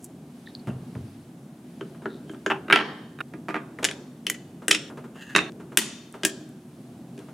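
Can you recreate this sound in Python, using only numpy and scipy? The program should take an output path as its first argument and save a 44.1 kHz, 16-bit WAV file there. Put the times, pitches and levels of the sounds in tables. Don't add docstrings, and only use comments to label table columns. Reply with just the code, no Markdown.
import sys
import numpy as np
from scipy import signal
from scipy.fft import rfft, irfft, next_fast_len
from scipy.io import wavfile
from scipy.ndimage import uniform_filter1d, minimum_filter1d, map_coordinates

SR = 44100
rng = np.random.default_rng(int(sys.argv[2]) if len(sys.argv) > 2 else 0)


def waveform_to_disk(signal):
    frames = np.transpose(np.atleast_2d(signal))
    scaled = np.clip(frames, -1, 1) * 32767
    samples = np.round(scaled).astype(np.int16)
    wavfile.write(sys.argv[1], SR, samples)


N = 323253

# (time [s], knock level [dB], treble snap re knock [dB],
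# lag of the second edge [s], 0 when the piece lands flat)
CONTACTS = [(1.81, -35.5, -26, 0), (2.0573, -26, -45, 0.00046), (2.295, -44.5, -20.5, 0.0016),
            (2.346, -50, -25, 0.00052), (2.462, -23.5, -16.5, 0.0014), (2.501, -22.5, -24.5, 0.0033),
            (2.511, -20.5, -29.5, 0.0063), (2.682, -38, -22.5, 0.0028), (2.7, -17, -24.5, 0),
            (2.71, -16.5, -26, 0), (2.725, -10.5, -26, 0.0013), (2.7273, -10, -16.5, 0.00062),
            (2.7583, -15, -20.5, 0.0014), (2.773, -21.5, -25, 0), (2.789, -23, -27, 0),
            (2.800, -27.5, -30, 0.011), (3.188, -44, -18, 0.00055), (3.2045, -28, -21, 0.0035),
            (3.337, -41, -18.5, 0), (3.4843, -29.5, -22, 0.0047), (3.5, -34.5, -19.5, 0.0066),
            (3.543, -23.5, -28, 0), (3.556, -28, -28.5, 0.0083), (3.8302, -33.5, -7, 0.00095),
            (3.8435, -18.5, -1, 0.0064), (3.887, -27.5, -19.5, 0), (3.9117, -33, -9, 0.000084),
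            (4.267, -25, -9, 0.00036), (4.2992, -25.5, -0.5, 0.00042), (4.344, -42.5, -24, 0.0021),
            (4.6817, -21, 1, 0.00051), (4.709, -22.5, -21.5, 0.00077), (4.711, -11.5, -5.5, 0.0014),
            (4.728, -23.5, -16, 0), (4.7431, -30.5, -17, 0), (4.7472, -20, -12.5, 0.0021),
            (5.3504, -17.5, -22, 0.0014), (5.362, -11, -13.5, 0.000039), (5.382, -18.5, -25, 0.0073),
            (5.7726, -10, 1, 0), (5.787, -26, -6, 0.0026), (6.234, -24, -16, 0.00018),
            (6.25, -16.5, 0.5, 0), (7.178, -50.5, -6.5, 0.012)]

# dense, quickly damped modes (frequency [Hz], level [dB]),
# then modes that ring on (frequency [Hz], width [Hz], spectral peak [dB]).
WHEELS = ([(290, -11.5), (500, 0), (755, -19), (1530, -4.5), (2280, -25.5), (3130, -29.5), (3820, -41),
           (4090, -38.5), (12000, -44), (15600, -82.5)], [(950, 110, 5), (1220, 24, -7.5),
           (1280, 34, -11.5), (1490, 17, -11.5)])
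HITCH = ([(290, -31), (450, -1.5), (720, -11.5), (1200, -4.5), (1550, -1), (1900, -14.5), (2300, -15),
          (3150, -10), (3700, -23), (5000, -31), (6800, -24), (8000, -36), (14000, -47)], [(1580, 36, 3.5),
          (3130, 77, -2), (6740, 250, -17.5)])
COUPLER = ([(290, -24.5), (500, -7), (800, -1), (1250, -2), (1650, -1), (2150, -9.5), (2850, -6),
            (3300, -14.5), (4200, -32.5), (14000, -50.5)], [(820, 55, 0), (1270, 60, 0), (1750, 78, 0),
            (2800, 130, -2)])
WAGON = ([(290, -37), (500, -11), (950, -3), (1100, -2.5), (1700, 4), (2070, -1), (2500, 1.5), (2860, -2),
          (3190, 0), (3550, -12), (4280, -15), (8240, -35.5), (9480, -35.5), (14000, -41)],
          [(979, 21, -4.5), (1336, 11, 5.5), (1610, 48, 3), (1772, 44, -0.5), (1928, 50, 0.5),
          (2300, 60, -2.5), (2760, 90, -6.5), (9660, 350, -23)])
CHASSIS = ([(290, -52), (500, -7), (998, -6), (1250, 5.5), (2070, -4.5), (2780, -3), (3930, -43),
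            (4370, -43), (12000, -38), (15600, -73)], [(1290, 140, -20), (1566, 28, 6), (2850, 82, -8),
            (3770, 120, -9.5)])
ENGINE = ([(290, -30.5), (500, -14), (670, -3.5), (775, -7), (874, -3.5), (2340, -7), (3880, -25.5),
           (4860, -36), (5480, -38), (12000, -46), (15600, -75)], [(870, 49, -9), (1214, 26, 13.5),
           (1613, 73, 4), (2366, 56, -5), (3734, 100, -16)])
SLAB = ([(350, -17), (600, -23.5), (668, -8), (1210, -16), (1650, 4), (2340, 2.5), (2750, 0.5), (3700, 3),
         (4120, -7), (6960, -10.5), (9620, -10), (15000, -36)], [(3000, 240, 11), (7090, 260, 7.5),
         (9890, 120, -10)])
GREEN_CUBE_RIM = ([(600, -23), (1050, -24), (1900, -9), (2700, -4), (3600, -12), (8000, -16),
                   (14000, -31.5)], [(2640, 88, 0), (3040, 59, 7.5), (10900, 300, -10.5)])
GREEN_CUBE = ([(350, -51), (600, -21.5), (1060, -21), (1990, -5.5), (2640, -6), (3100, -9), (4520, -17.5),
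               (6690, -2.5), (8290, -3.5), (13800, -8), (15000, -19)], [(1988, 160, 3.5), (3056, 88, 3),
               (6880, 230, 3), (9700, 420, -0.5), (10960, 190, -5)])
RED_CUBE_RIM = ([(350, -13.5), (600, -7.5), (900, -15), (1600, -2), (2200, -4), (3000, -0.5), (3500, -11),
                 (5200, -17), (6700, -13), (8000, -1.5), (9500, -3), (11000, -17), (15000, -24.5)],
                 [(1580, 130, 3), (3080, 73, 3), (9300, 300, 2)])
RED_CUBE = ([(350, -34), (600, -22.5), (1000, -18), (1560, -8), (2000, -5), (2600, -1), (3600, -4),
             (4060, -9.5), (4800, -12), (5460, -5), (6400, -8.5), (7400, -5.5), (9200, -8), (15000, -32)],
             [(1620, 81, -4), (2546, 130, 2), (3096, 55, 9), (3620, 140, -2), (5500, 320, -7),
             (9400, 300, -5)])
BOILER = ([(350, -19), (600, -10), (948, -10), (1310, -6), (1700, -2), (2100, -6), (2710, 1), (3360, -18.5),
           (3750, 0), (4400, -23), (7060, -20.5), (10000, -27.5), (15000, -47)], [(1200, 43, 0.5),
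           (1640, 90, -1.5), (1926, 130, 3), (2620, 160, 5), (3730, 131, -5)])
TALL_CUBE = ([(350, -32.5), (600, -18.5), (1290, -14.5), (1540, -7.5), (2000, -10.5), (2340, -6),
              (2900, -4), (3550, -6.5), (3850, -10), (4400, -9.5), (5100, -12.5), (6000, -8), (9800, -5.5),
              (11200, -10), (12400, -9), (15000, -23.5)], [(1580, 90, -6.5), (1930, 86, -1),
              (2580, 109.5, -4.5), (3000, 89, -3.5), (3530, 70, -1), (4374, 150, -4.5), (6800, 200, -4.5),
              (9560, 220, 2)])
BEAM = ([(350, -25), (600, -8), (1440, -8), (1720, -4), (2220, -7), (3190, 0), (4170, -10), (4770, -6.5),
         (6600, -7), (7450, -0.5), (8700, -6), (9600, -1.5), (12100, -16), (15000, -18)], [(1600, 59, 9.5),
         (1807, 84, 2.5), (2470, 78, 7.5), (3220, 87, -7), (3450, 120, 4), (5073, 130, -10), (6200, 130, 2),
         (7230, 183, -11), (9400, 170, -3.5)])

# (start [s], its sound [pair above], left minus right [dB],
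# table thump at a 0 dB knock [dB], near reflections [dB], room tail [dB], ringing re dense modes [dB])
HANDLED = [(0, HITCH, 0, -19, -6, -19, -16), (2.0, WHEELS, 1, -20, -6, -23, -1),
           (2.25, HITCH, -0.5, -18, -6, -20.5, -5), (2.49, COUPLER, -0.5, -23.5, -5, -20, -8),
           (2.62, CHASSIS, -1, -21, -8.5, -17, -8), (2.72, WAGON, -0.5, -20.5, -10, -14, -6),
           (3.1, CHASSIS, -3.5, -31.5, -5, -21, -6.5), (3.27, ENGINE, -2, -20, -4, -17, -7),
           (3.7, SLAB, 0.5, -27.5, -9, -21.5, -8), (4.2, GREEN_CUBE_RIM, 1.5, -31, -7.5, -19.5, -2),
           (4.29, GREEN_CUBE, 0, -31, -11.5, -22.5, -4.5), (4.55, RED_CUBE_RIM, 2, -22.5, -7.5, -23, -4),
           (4.7, RED_CUBE, 0.5, -23.5, -10.5, -19, -4.5), (4.88, BOILER, -2, -18.5, -7.5, -17.5, -8),
           (5.6, TALL_CUBE, 1, -27, -13, -14, -4.5), (6.1, BEAM, 1, -19.5, -7, -18.5, -4.5)]
RING_STOPS = [3.218, 4.9, 5.5]
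# (frequency [Hz], width [Hz], spectral peak [dB])
TABLE_TOP = [(190, 37, -4.5), (227, 24, -3), (307.2, 16, 1.5), (370.5, 34, 0), (419, 60, -3),
             (520, 110, -12.5), (650.4, 39, -10)]

SECOND_EDGE_DB = 1
CHATTER_S, CHATTER_DB, CHATTER_LOSS_DB = 0.0092, -22.5, 1
MODE_SCATTER, ALL_ROUND_DB = .003, -5
THUMP_GROWS = 0.46
REBOUND_DB, SETTLE_S = -6, .1

# (frequency [Hz], width [Hz], level at the top [dB], gain on the way down [dB])
PEGS = [(1790, 110, -2, 9), (2800, 170, 0, -6), (6600, 600, -14, 3.5)]
SLIDE_FROM_S, SLIDE_TO_S, SLIDE_FADE_S, SLIDE_DB = 5.135, 5.36, 0.029, -54
SLIDE_SAG, SLIDE_WAVER, SLIDE_JERK_DB, SLIP_RATE = 0.07, 0.036, 3, 900

# (time [s], level [dB])
SCUFFS = [(0.672, -38.5), (0.955, -49), (1.947, -49.5), (2.02, -46.5), (2.335, -43.5), (3.787, -39),
          (3.8266, -32.5), (4.62, -44.5), (4.9, -40.5), (4.973, -43.5), (5.041, -43), (5.156, -43),
          (5.6, -44), (5.72, -42), (6.14, -40.5), (7.202, -50.5), (7.285, -46)]
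# (frequency [Hz], level [dB])
SCUFF_TONE = [(150, -15.5), (400, 7.5), (800, -1), (1400, -1.5), (2000, -10), (3000, -14.5), (4500, -27),
              (9000, -25.5), (15000, -38.5)]
# (time [s], level [dB], pitch re the frame's modes [ratio])
BUMPS = [(0.672, -31.5, 0.88), (0.689, -33, 1.12), (0.957, -33.5, 0.75), (5.361, -36.5, 1.16)]
# (frequency [Hz], width [Hz], spectral peak [dB])
FRAME = [(82, 20, -8.5), (112, 33, -7), (143.5, 34, 3.5), (207, 17, -0.5), (268, 37, -7), (410, 480, -18.5)]
# (time [s], level [dB], frequency [Hz], width of each of two filter passes [Hz])
TICKS = [(0.044, -40, 10300, 2400), (0.045, -45, 7100, 1400), (0.473, -41, 1820, 219),
         (0.551, -35.5, 4420, 754), (0.953, -47, 1800, 1500), (3.788, -35, 1800, 600),
         (5.521, -54, 3000, 4000), (6.126, -49, 9030, 2800), (6.492, -57, 9575, 3994)]
# (middle [s], length [s], level [dB], frequency [Hz], width of each of two filter passes [Hz])
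CRACKLES = [(0.03, 0.074, -61, 7050, 4000), (0.045, 0.051, -48.5, 7800, 4030),
            (0.482, 0.061, -55, 3800, 800), (0.69, 0.06, -51, 2750, 400), (2.135, 0.14, -59, 3800, 800),
            (2.306, 0.09, -60.5, 3080, 300), (2.32, 0.089, -63, 8000, 4000)]
CRACKLE_RATE = 900

# (middle [s], length [s], level [dB])
STROKES = [(0.485, 0.54, -60.5), (0.997, 0.77, -59.5), (1.8, 0.45, -61.5), (2.302, 0.99, -63.5),
           (6.88, 0.49, -63.5), (7.226, 0.32, -61.5)]
# (frequency [Hz], level [dB])
CLOTH = [(600, 14.5), (1200, 7.5), (2500, 8.5), (4500, 7), (7000, -0.5), (10000, 4), (15000, -11)]

# (frequency [Hz], t60 [s])
ROOM = [(200, 0.97), (1000, 0.69), (3500, 0.64), (7000, 0.54), (11000, 0.26), (15000, 0.14)]
# (frequency [Hz], level [dB])
ROOM_TONE = [(700, 3.5), (1500, 1), (2400, -5), (4500, 1), (10000, -0.5)]
# (frequency [Hz], width [Hz], level [dB])
LINGER = [(1580, 60, -3), (3090, 60, -4), (3600, 70, 3), (4320, 80, 4.5), (5700, 500, -6)]
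# (frequency [Hz], side re mid [dB])
SPREAD = [(200, -34.5), (700, -8), (2000, -7), (12000, -4)]
LINGER_T60 = 0.88
WALL_S, WALL_DB = .042, -24.5

# (frequency [Hz], level [dB])
RUMBLE = [(12, -73), (20, -55), (38, -54.5), (65, -28.5), (97, -15.5), (115, -19), (134, -3.5), (209, -7),
          (240, -2.5), (305, -10.5), (344, -10.5), (437, -19.5), (476, -23), (694, -22), (1200, -38.5),
          (1560, -66), (2640, -120)]
# (frequency [Hz], level [dB])
HUM = [(120, -64), (240, -55)]
# (frequency [Hz], level [dB])
HISS = [(590, -18), (1000, -2.5), (1620, -3.5), (1770, -6.5), (2560, -8.5), (3370, -9.5), (4600, -13),
        (9800, -11.5), (15500, -21)]
RUMBLE_DB, RUMBLE_WAVER_DB, RUMBLE_WAVER_RATE = -44.5, 1.5, 5
TOP_HZ = 15900


def train():
    out, top = np.zeros((2, N)), np.zeros(N)
    t = np.arange(SR) / SR
    ends = [row[0] for row in HANDLED[1:]] + [N / SR]
    for handled, end in zip(HANDLED, ends):
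        start, piece, pan_db, weight_db, early_db, late_db, ring_db = handled
        track = np.zeros((2, SR))
        blows = [row for row in CONTACTS if start <= row[0] < end]
        first = min(row[0] for row in blows)
        for s, knock_db, snap_db, lag in blows:
            for when, db in touches(s, knock_db, lag):
                add(track, when - first, clack(piece, db, snap_db, ring_db))
            rebound = any(0 < s - row[0] < SETTLE_S for row in blows)
            thump_db = weight_db + THUMP_GROWS * knock_db + REBOUND_DB * rebound
            add(top, s, amp(thump_db) * thump())
        stop = min([s for s in RING_STOPS if s > blows[-1][0]] + [N / SR])
        front, all_round = track
        fade = np.clip((stop - first - t) / 0.0035, 0, 1)
        heard = in_room(front, early_db, late_db, all_round) * fade
        add(out, first, heard * amp([[pan_db / 2], [-pan_db / 2]]))
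    return out + in_room(top, early_db=0.0, late_db=-9.5)


def clack(piece, knock_db, snap_db, ring_db, crack_t60=0.015, split_hz=4600):
    spectrum, modes = piece
    noise = [burst(crack_t60), burst(crack_t60)]
    crack = signal.fftconvolve(noise, causal(spectrum)[None], axes=1)[:, :SR // 4]
    gripped = [(hz * (1 + MODE_SCATTER * rng.standard_normal()), width, db) for hz, width, db in modes]
    tone = struck(ring(gripped))
    ringing = amp([[ring_db], [ring_db + ALL_ROUND_DB]]) * tone
    wood = edge(struck(crack) + ringing, 390, "high", order=2)
    knock = struck(edge(wood, split_hz, "low", order=4))
    snap = struck(edge(wood, split_hz, "high"))
    return amp(knock_db) * (knock + amp(snap_db) * snap)


def touches(s, knock_db, lag, count=2):
    edges = [(s, knock_db)]
    if lag > 0:
        edges.append((s + lag, knock_db + SECOND_EDGE_DB))
    times = s + lag + CHATTER_S * np.cumsum(.5 + rng.random(count))
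    levels = knock_db + CHATTER_DB - CHATTER_LOSS_DB * np.arange(count)
    return edges + list(zip(times, levels))


def thump(place_db=3):
    modes = [(hz, width, db + place_db * rng.standard_normal()) for hz, width, db in TABLE_TOP]
    return struck(edge(ring(modes), 150, "high", order=3), seconds=.012)


def handling():
    return (in_room(scuffs() + squeak(), early_db=-4.5, late_db=-9.5)
            + in_room(bumps(), early_db=-3, late_db=-12.5)
            + in_room(ticks() + crackles(), early_db=-16.5, late_db=-38.5))


def squeak():
    t = np.arange(N) / SR
    depth = np.clip((t - SLIDE_FROM_S) / (SLIDE_TO_S - SLIDE_FROM_S), 0, 1)
    clock = np.cumsum(1 - SLIDE_SAG * depth + SLIDE_WAVER * wobble(27))
    catches = slips(SLIP_RATE)
    rubbing = np.zeros(N)
    for hz, width, db, gained_db in PEGS:
        level = amp(db + gained_db * depth + SLIDE_JERK_DB * wobble(65))
        tone = unit(resonant(catches, [(hz, width, 0)]))
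        rubbing += level * np.interp(clock, np.arange(N), tone)
    sliding = np.clip(np.minimum(t - SLIDE_FROM_S, SLIDE_TO_S - t) / SLIDE_FADE_S, 0, 1)
    return amp(SLIDE_DB) * sliding * rubbing


def scuffs():
    track = np.zeros(N)
    for s, db in SCUFFS:
        brush = signal.fftconvolve(burst(t60=0.099), causal(SCUFF_TONE))
        add(track, s, amp(db) * struck(brush))
    return track


def bumps():
    track = np.zeros(N)
    for s, db, pitch in BUMPS:
        thud = edge(ring(np.multiply(FRAME, [pitch, 1, 1])), 82, "high", order=7)
        add(track, s, amp(db) * struck(thud, seconds=0.051))
    return track


def ticks():
    track = np.zeros(N)
    for s, db, hz, width in TICKS:
        add(track, s, amp(db) * struck(band(burst(t60=0.0011), hz, width)))
    return track


def crackles():
    track = np.zeros(N)
    for s, length, db, hz, width in CRACKLES:
        grains = unit(band(slips(CRACKLE_RATE, size=SR), hz, width))
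        track += swells([(s, length, db)]) * np.resize(grains, N)
    return track


def slips(rate, size=N):
    return (rng.random(size) < rate / SR) * rng.standard_normal(size)


def sleeve():
    return swells(STROKES) * amp(0.33 * wobble(11)) * air(CLOTH, side_db=-6.0)


def swells(rows):
    t = np.arange(N) / SR
    return sum(amp(db) * np.cos(np.pi * np.clip((t - s) / length, -.5, .5)) for s, length, db in rows)


def in_room(x, early_db, late_db, all_round=None, early_t60=0.1, gap=0.0036, build_s=0.005):
    hz, t, z = signal.stft(rng.standard_normal((2, SR * 3 // 4)), SR, nperseg=256)
    decay_db = along(ROOM_TONE, hz)[:, None] - 60 * t / along(ROOM, hz)[:, None]
    late = signal.istft(z * amp(decay_db), SR, nperseg=256)[1]
    t = np.arange(late.shape[1]) / SR
    late = late + resonant(rng.standard_normal(late.shape), LINGER) * amp(-60 * t / LINGER_T60)
    late = amp(late_db) * unit(late * (1 - np.exp(-(t / build_s) ** 2)))
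    early = np.pad([burst(early_t60), burst(early_t60)], [(0, 0), (0, len(t) - SR // 4)])
    early = amp(early_db) * unit(early * (1 - np.exp(-(t / gap) ** 2)))
    wall = rng.standard_normal(late.shape) * (t > WALL_S) * amp(-60 * np.abs(t - WALL_S) / early_t60)
    near = early + amp(WALL_DB) * unit(edge(wall, 6500, "low", order=2))
    feed = x if all_round is None else all_round
    near_echoes = signal.fftconvolve(x[None], near, axes=1)
    tail = signal.fftconvolve(feed[None], late, axes=1)
    echoes = (near_echoes + tail)[:, :len(x)] / np.sqrt(len(t))
    mid, side = echoes[0], filtered(echoes[1], lambda f: amp(along(SPREAD, f)))
    return x + np.array([mid + side, mid - side])


def background():
    return rumble() + hum() + hiss()


def rumble():
    return amp(RUMBLE_DB + RUMBLE_WAVER_DB * wobble(RUMBLE_WAVER_RATE)) * air(RUMBLE, side_db=-39.0)


def hum():
    t = np.arange(N) / SR
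    return sum(amp(db) * np.sqrt(2) * np.sin(2 * np.pi * hz * t + 2.7 * wobble(5)) for hz, db in HUM)


def hiss():
    return amp(-61.5) * air(HISS, side_db=-5.0)


def air(spectrum, side_db):
    mid, side = filtered(rng.standard_normal((2, N)), lambda hz: amp(along(spectrum, hz)))
    return unit(np.array([mid + amp(side_db) * side, mid - amp(side_db) * side]))


def burst(t60, evenness=.25):
    t = np.arange(SR // 4) / SR
    z = rfft(rng.standard_normal(len(t)) * amp(-60 * t / t60), SR // 2)
    power = np.abs(z) ** 2
    return irfft(z / np.sqrt(power + abs(evenness) * power.mean()))[:len(t)]


def ring(modes):
    t = np.arange(SR // 4) / SR
    hz, width, db = np.transpose(modes)[:, :, None]
    sign = (-1) ** np.arange(len(hz))[:, None]
    size = amp(db + rng.standard_normal(hz.shape)) * width * sign
    decay = np.exp(-np.pi * np.abs(width) * t)
    return np.sum(size * decay * np.sin(2 * np.pi * hz * t), axis=0)


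def resonant(x, modes):
    def response(f):
        return sum((-1) ** k * amp(db) * 1j * f * w / (c * c - f * f + 1j * f * w)
                   for k, (c, w, db) in enumerate(modes))
    return filtered(x, response)


def band(x, hz, width):
    return filtered(x, lambda f: (1j * f * width / (hz * hz - f * f + 1j * f * width)) ** 2)


def edge(x, hz, kind, order=6):
    return signal.sosfilt(signal.butter(order, hz, kind, fs=SR, output="sos"), x)


def causal(spectrum, size=1024):
    level_db = np.maximum(along(spectrum, np.fft.rfftfreq(size, 1 / SR)), -60)
    cepstrum = irfft(np.log(amp(level_db)))
    cepstrum[1:size // 2] *= 2
    cepstrum[size // 2 + 1:] = 0
    return irfft(np.exp(rfft(cepstrum)))


def filtered(x, response):
    n = x.shape[-1]
    m = next_fast_len(n + SR // 8)
    return irfft(rfft(x, m) * response(np.fft.rfftfreq(m, 1 / SR)), m)[..., :n]


def along(points, hz):
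    f, v = np.transpose(points)
    return np.interp(np.log(hz + 1), np.log(f + 1), v)


def wobble(rate):
    knots = rng.standard_normal(int(N * rate / SR) + 4)
    return map_coordinates(knots, [np.arange(N) * rate / SR])


def add(track, s, x):
    part = track[..., round(s * SR):][..., :x.shape[-1]]
    part += x[..., :part.shape[-1]]


def struck(x, seconds=.004):
    return x / np.sqrt(np.mean(x[..., :int(seconds * SR)] ** 2, axis=-1, keepdims=True) + 1e-20)


def unit(x):
    return x / np.sqrt(np.mean(x ** 2) + 1e-20)


def amp(db):
    return 10 ** (np.asarray(db) / 20)


def scene():
    return train() + handling() + sleeve() + background()


def record(dry, ceiling=0.98):
    needed = np.minimum(1, ceiling / (np.abs(dry).max(axis=0) + 1e-9))
    gain = uniform_filter1d(minimum_filter1d(needed, size=45), size=45)
    return filtered(dry * gain, lambda hz: 1 / np.sqrt(1 + (hz / TOP_HZ) ** 120))


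dry = scene()
out = record(dry)
waveform_to_disk(out)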